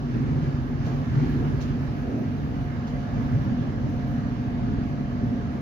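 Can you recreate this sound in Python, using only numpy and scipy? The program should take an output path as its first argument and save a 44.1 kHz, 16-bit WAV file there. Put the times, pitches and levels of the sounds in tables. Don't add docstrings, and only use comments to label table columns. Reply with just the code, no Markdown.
import sys
import numpy as np
from scipy import signal
from scipy.fft import rfft, irfft, next_fast_len
from scipy.io import wavfile
from scipy.ndimage import uniform_filter1d, map_coordinates

SR = 44100
rng = np.random.default_rng(int(sys.argv[2]) if len(sys.argv) > 2 else 0)


def master(y):
    cut = np.clip(np.atleast_2d(y).T, -1, 1)
    pcm = np.round(cut * 32767)
    wavfile.write(sys.argv[1], SR, pcm.astype(np.int16))


N = 247401
BOOM_LAG_S = 0.017


def amp(db):
    return 10 ** (np.asarray(db) / 20)


def unit(x):
    return x / np.sqrt(np.mean(x ** 2) + 1e-20)


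def along(points, hz):
    freqs, values = np.transpose(points)
    return np.interp(np.log(hz + 1), np.log(freqs + 1), values)


def colour(points, hz):
    closed = [(points[0][0] / 2, -120), *points, (points[-1][0] * 2, -120)]
    return amp(along(closed, hz))


def curve(points):
    return np.interp(np.arange(N) / SR, *np.transpose(points))


def wobble(rate):
    return map_coordinates(rng.standard_normal(256), [np.arange(N) * rate / SR], mode="mirror")


def flutter(depth_db=0.76):
    return depth_db * wobble(12)


def filtered(x, response):
    size = next_fast_len(N + SR // 2)
    return irfft(rfft(x, size) * response(np.fft.rfftfreq(size, 1 / SR)), size)[..., :N]


def sustained(x):
    power = uniform_filter1d(np.mean(x ** 2, axis=0), size=SR // 12)
    return unit(x / np.sqrt(uniform_filter1d(np.abs(power), size=SR // 25) + 1e-6))


def airflow(tone, patchy_db):
    # (frequency [Hz], likeness [0-1])
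    likeness = [(50, .98), (140, .97), (270, .9), (340, .6), (500, .42), (850, .3), (1200, .33), (2000, .2),
                (6000, .1)]
    # (frequency [Hz], left minus right [dB])
    balance = [(30, -6), (60, -3), (110, -1), (270, -1), (500, 1), (740, 2.5), (1200, -4.5), (2000, -2),
               (5500, -4.5), (9000, 0.5), (13000, -8)]
    # (frequency [Hz], phase lead [radians])
    left_lead = [(25, 1.2), (60, 1), (120, .55), (165, .75), (240, .25), (420, .6), (740, .2), (950, 2.6),
                 (1600, 3.8), (2000, 5.8), (15800, 48)]
    noise_grid = signal.stft(rng.standard_normal((2, N)), nperseg=512)[2]
    eddies = uniform_filter1d(rng.standard_normal(noise_grid.shape[1:]), size=6, axis=0)
    eddies = uniform_filter1d(eddies, size=16, axis=1)
    pair = signal.istft(noise_grid * amp(patchy_db * unit(eddies)), nperseg=512)[1][:, :N]
    spread = lambda hz: np.arccos(np.clip(along(likeness, hz), 0, 1)) / 2
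    mid, side = filtered(pair, lambda hz: colour(tone, hz) * [np.cos(spread(hz)), np.sin(spread(hz))])
    sides = np.array([[.5], [-.5]])
    gain = lambda hz: amp(sides * along(balance, hz))
    shift = lambda hz: np.exp(1j * sides * np.interp(hz, *np.transpose(left_lead)))
    return unit(filtered(np.array([mid + side, mid - side]), lambda hz: gain(hz) * shift(hz)))


def gusts(layer, lag_s=0, attack_s=0.012, release_s=0.075):
    # (start [s], hold [s], buffet [dB], boom [dB], howl [dB], draught [dB])
    gust_list = [(0.018, 0.03, -0.5, 0, 2, 0), (0.122, 0.11, 3, 5, 1, 0.5), (0.266, 0.17, 5.5, -0.5, 5, 4),
                 (0.523, 0.02, 1.5, -2, 2.5, 2), (0.852, 0.11, 3, -0.5, 3, 6.5),
                 (1.055, 0.03, -0.5, 1, -4.5, -1.5), (1.129, 0.042, 9.5, 1, 6, 1),
                 (1.197, 0.056, 5, 6, 8.5, 0.5), (1.328, 0.11, 5, 5, 8.5, -2),
                 (1.479, 0.022, 7, 5.5, 6, 3.5), (1.556, 0.052, -2, -1.5, -1, 1.5),
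                 (1.688, 0.037, 4.5, 2, 5, 2.5), (1.847, 0.033, 1, -4.5, 2, 1.5),
                 (2.03, 0.05, -6, 1.5, 3, 7), (2.103, 0.077, 2, 3.5, 7, 5), (2.608, 0.07, 0, -5, 1, -3),
                 (2.82, 0.075, -5, 2.5, -8, 2.5), (2.887, 0.05, 4, -2.5, -2, 2.5),
                 (3.145, 0.086, 4.5, 2.5, -0.5, 2.5), (3.316, 0.046, 10, 3.5, 1, 1),
                 (3.435, 0.066, 0, 6.5, -1, 1), (3.6, 0.016, 5, 2.5, 5, 0.5),
                 (3.819, 0.029, 4.5, 4, -0.5, 2), (4.01, 0.23, 2.5, 2, -4.5, 0.5),
                 (4.319, 0.022, 0, -2.5, 0, -2.5), (4.597, 0.16, 2.5, 4.5, 3, -1),
                 (4.94, 0.03, 1.5, 2, 3, -0.5), (5.203, 0.055, 5, 7, 4, 1.5), (5.3, 0.04, -8, 1, 1.5, 1),
                 (5.425, 0.11, -2, -1, 1, 1.5)]
    column = ["buffet", "boom", "howl", "draught"].index(layer)
    t, rise, dip = np.arange(N) / SR - lag_s, 0, 0
    for start, hold, *changes_db in gust_list:
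        onset = np.clip((t - start) / attack_s, 0, 1)
        fade = np.exp(-np.maximum(t - start - attack_s - hold, 0) / release_s)
        change = changes_db[column] * onset * fade
        rise, dip = np.maximum(rise, change), np.minimum(dip, change)
    return rise + dip


def flow():
    # (time [s], level [dB])
    doorway_air = [(0, -47), (0.15, -45), (0.45, -45), (0.65, -46.5), (0.8, -46.5), (0.88, -43.5),
                   (1.08, -44.5), (1.23, -41.5), (1.4, -44), (1.85, -45.5), (2.35, -47), (2.95, -45.5),
                   (3.3, -44.5), (4.0, -46), (5.6, -46.5)]
    level_db = curve(doorway_air)
    return level_db - level_db.mean()


def facing_hall(start_s=0.8, end_s=3.3):
    return curve([(start_s, 0), (end_s, 1)])


def hiss():
    # (frequency [Hz], relative level [dB])
    tone = [(3000, -32.5), (7000, -8.5), (8200, -5), (10000, -2), (11500, 0.5), (13500, -1), (15800, -5)]
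    hall = facing_hall()
    swing_db = 2 * np.sin(np.pi * hall)
    level_db = -73.5 + 0.7 * flow() + swing_db - 0.5 * hall
    return amp(level_db - 0.3 * wobble(9)) * airflow(tone, patchy_db=2.9)


def rustles(rise_s=0.011, grain_db=2.0, echo_db=-15, echo_s=0.13):
    # (start [s], level [dB], fade time [s], left minus right [dB], extra treble [dB])
    strokes = [(0.416, -59, 0.047, 8, -9), (0.846, -46, 0.024, -2, -3.5), (1.293, -55, 0.0025, -7, 17.5),
               (1.603, -42.5, 0.023, -4, -5), (2.171, -69, 0.057, -9, 20.5),
               (2.868, -48.5, 0.017, -2, -8.5), (3.191, -69, 0.055, 7, 14.5), (3.41, -67, 0.05, -4, 17),
               (3.897, -60.5, 0.0057, -7.5, 28), (4.067, -61.5, 0.035, -6, 14)]
    # (frequency [Hz], relative level [dB])
    rub_tone = [(1200, -14), (2500, -3), (3050, 3), (3550, -1.5), (4100, 2), (5000, -2), (6200, -1.5),
                (7200, -8), (7800, -24), (11000, -15), (15500, -15)]
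    t, out = np.arange(N) / SR, np.zeros((2, N))
    for start, db, fade_s, pan_db, treble_db in strokes:
        age = np.maximum(t - start, 0)
        onset = 1 - np.exp(-age / min(rise_s, fade_s / 2))
        fade = np.exp(-age / fade_s) + amp(echo_db) * np.exp(-age / echo_s)
        grains = amp(grain_db * np.repeat(rng.standard_normal(N // 64 + 1), 64)[:N])
        tone = lambda hz: colour(rub_tone, hz) * amp(treble_db * along([(7000, 0), (11000, 1)], hz))
        swish = unit(filtered(grains * rng.standard_normal((2, N)), tone))
        out += amp(db + pan_db * np.array([[.5], [-.5]])) * onset * fade * swish
    return out


def ventilation(waver_hz=0.531, waver_db=0.5):
    # (pitch [Hz], level between gusts [dB])
    notes = [(120, -48), (243.2, -38)]
    hum = 0
    for hz, db in notes:
        gain = np.sqrt(2) * amp(db - waver_db * wobble(5.3))
        pitch_hz = hz + waver_hz * wobble(2.94)
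        hum += gain * np.sin(2 * np.pi * np.cumsum(pitch_hz) / SR)
    return amp(gusts("boom", BOOM_LAG_S)) * hum


def door_slot():
    # (frequency [Hz], relative level [dB])
    tone = [(1480, -14), (1610, 0), (1690, -0.5), (1780, -8), (1950, -23)]
    return amp(-55.5 + 0.92 * flow()) * sustained(airflow(tone, patchy_db=6.5))


def whistle(pitch_hz=706.3, waver_hz=1.1, fade_db=1.1, breathiness=0.33):
    # (time [s], level [dB])
    loudness = [(0, -64.5), (0.6, -58), (1.0, -53.5), (1.2, -61), (1.7, -57.5), (2.15, -49), (2.4, -56),
                (2.67, -47), (2.8, -56), (2.97, -48), (3.3, -52), (3.7, -56), (4.05, -49), (4.38, -53),
                (4.62, -49), (4.9, -52), (5.4, -49.5), (5.6, -52)]
    phase = 2 * np.pi * np.cumsum(pitch_hz + waver_hz * wobble(7)) / SR
    pair = []
    for _ in range(2):
        fading = amp(fade_db * wobble(12))
        jitter = breathiness * (wobble(8) + wobble(60))
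        pair.append(fading * np.sin(phase + jitter))
    return amp(curve(loudness)) * unit(np.array(pair))


def draught():
    # (frequency [Hz], relative level [dB])
    tone = [(330, -17.5), (420, 1.5), (490, 1.5), (560, 1.5), (660, -3), (800, -7.5), (1000, -31.5),
            (1270, -19), (1600, -28)]
    level_db = -48.5 + gusts("draught") + 0.1 * flow() + 4 * facing_hall()
    return amp(level_db) * sustained(airflow(tone, patchy_db=3.5))


def doorway_rush():
    # (frequency [Hz], relative level [dB])
    tone = [(500, -11), (850, 3.5), (1050, 2.5), (1250, 1.5), (1400, -0.5), (1680, -1.7), (2050, -4.5),
            (2600, -9.5), (2900, -9), (3400, -14), (5000, -17), (6500, -21.5), (7200, -27.5), (7800, -49),
            (10000, -63)]
    return amp(-45 + flow() + flutter(depth_db=0.12)) * airflow(tone, patchy_db=1.05)


def doorway_howl():
    # (frequency [Hz], relative level [dB])
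    tone = [(220, -33), (290, -3), (330, 0.5), (385, -0.5), (430, -5.5), (600, -21), (760, -18),
            (1300, -42.5)]
    level_db = -43 + gusts("howl", lag_s=0.01) + 0.082 * flow() - 1.5 * facing_hall()
    return amp(level_db + flutter()) * sustained(airflow(tone, patchy_db=-3.1))


def rumble(boost_db=4):
    # (time [s], level before the boost [dB])
    shaking = [(0, -42.5), (0.25, -36.5), (0.6, -36), (0.9, -38), (1.2, -35.5), (1.55, -35), (1.85, -37.5),
               (2.13, -39.5), (2.3, -37), (2.85, -38.5), (3.33, -36), (3.55, -41), (3.9, -37.5),
               (4.25, -41.5), (4.55, -40), (4.72, -33), (4.95, -42), (5.3, -38), (5.6, -43)]
    # (frequency [Hz], relative level [dB])
    tone = [(15, -29), (28, -17), (38, -12.5), (48, 0.5), (75, -1.5), (95, 0.5), (130, -17.5)]
    return amp(curve(shaking) + boost_db) * sustained(airflow(tone, patchy_db=4.5))


def porch_boom():
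    # (frequency [Hz], relative level [dB])
    upper_tone = [(190, -32.5), (228, 1.5), (258, 2), (280, -2.5), (310, -9), (360, -32), (500, -45.5)]
    # (frequency [Hz], relative level [dB])
    deep_tone = [(150, -19.5), (185, -8), (207, 3.5), (225, -5), (260, -22)]
    upper_db = -33.5 + gusts("boom", BOOM_LAG_S) - 1.5 * facing_hall()
    deep_db = upper_db - 9 + 7.5 * facing_hall()
    upper = amp(upper_db + flutter()) * sustained(airflow(upper_tone, patchy_db=0.5))
    deep = amp(deep_db + flutter()) * sustained(airflow(deep_tone, patchy_db=2.5))
    return upper + deep


def buffet():
    # (frequency [Hz], relative level [dB])
    door_tone = [(70, -25), (100, -10.5), (120, -1.5), (142, 7), (158, -1), (185, -14), (260, -30.5)]
    # (frequency [Hz], relative level [dB])
    hall_tone = [(70, -21.5), (95, -3.5), (118, 2), (141, 4), (160, -2.5), (185, -16.5), (260, -24)]
    hall = facing_hall()
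    by_door = np.sqrt(1 - hall) * airflow(door_tone, patchy_db=1.5)
    in_hall = np.sqrt(hall) * airflow(hall_tone, patchy_db=-0.5)
    level_db = -30 + gusts("buffet") + 0.11 * flow() - 1.65 * hall
    return amp(level_db + flutter()) * sustained(by_door + in_hall)


def scene():
    roar = rumble() + buffet() + porch_boom() + doorway_howl() + doorway_rush()
    return roar + door_slot() + hiss() + whistle() + draught() + ventilation() + rustles()


def record(dry):
    return filtered(dry, lambda hz: hz < 15780)


dry = scene()
out = record(dry)
master(out)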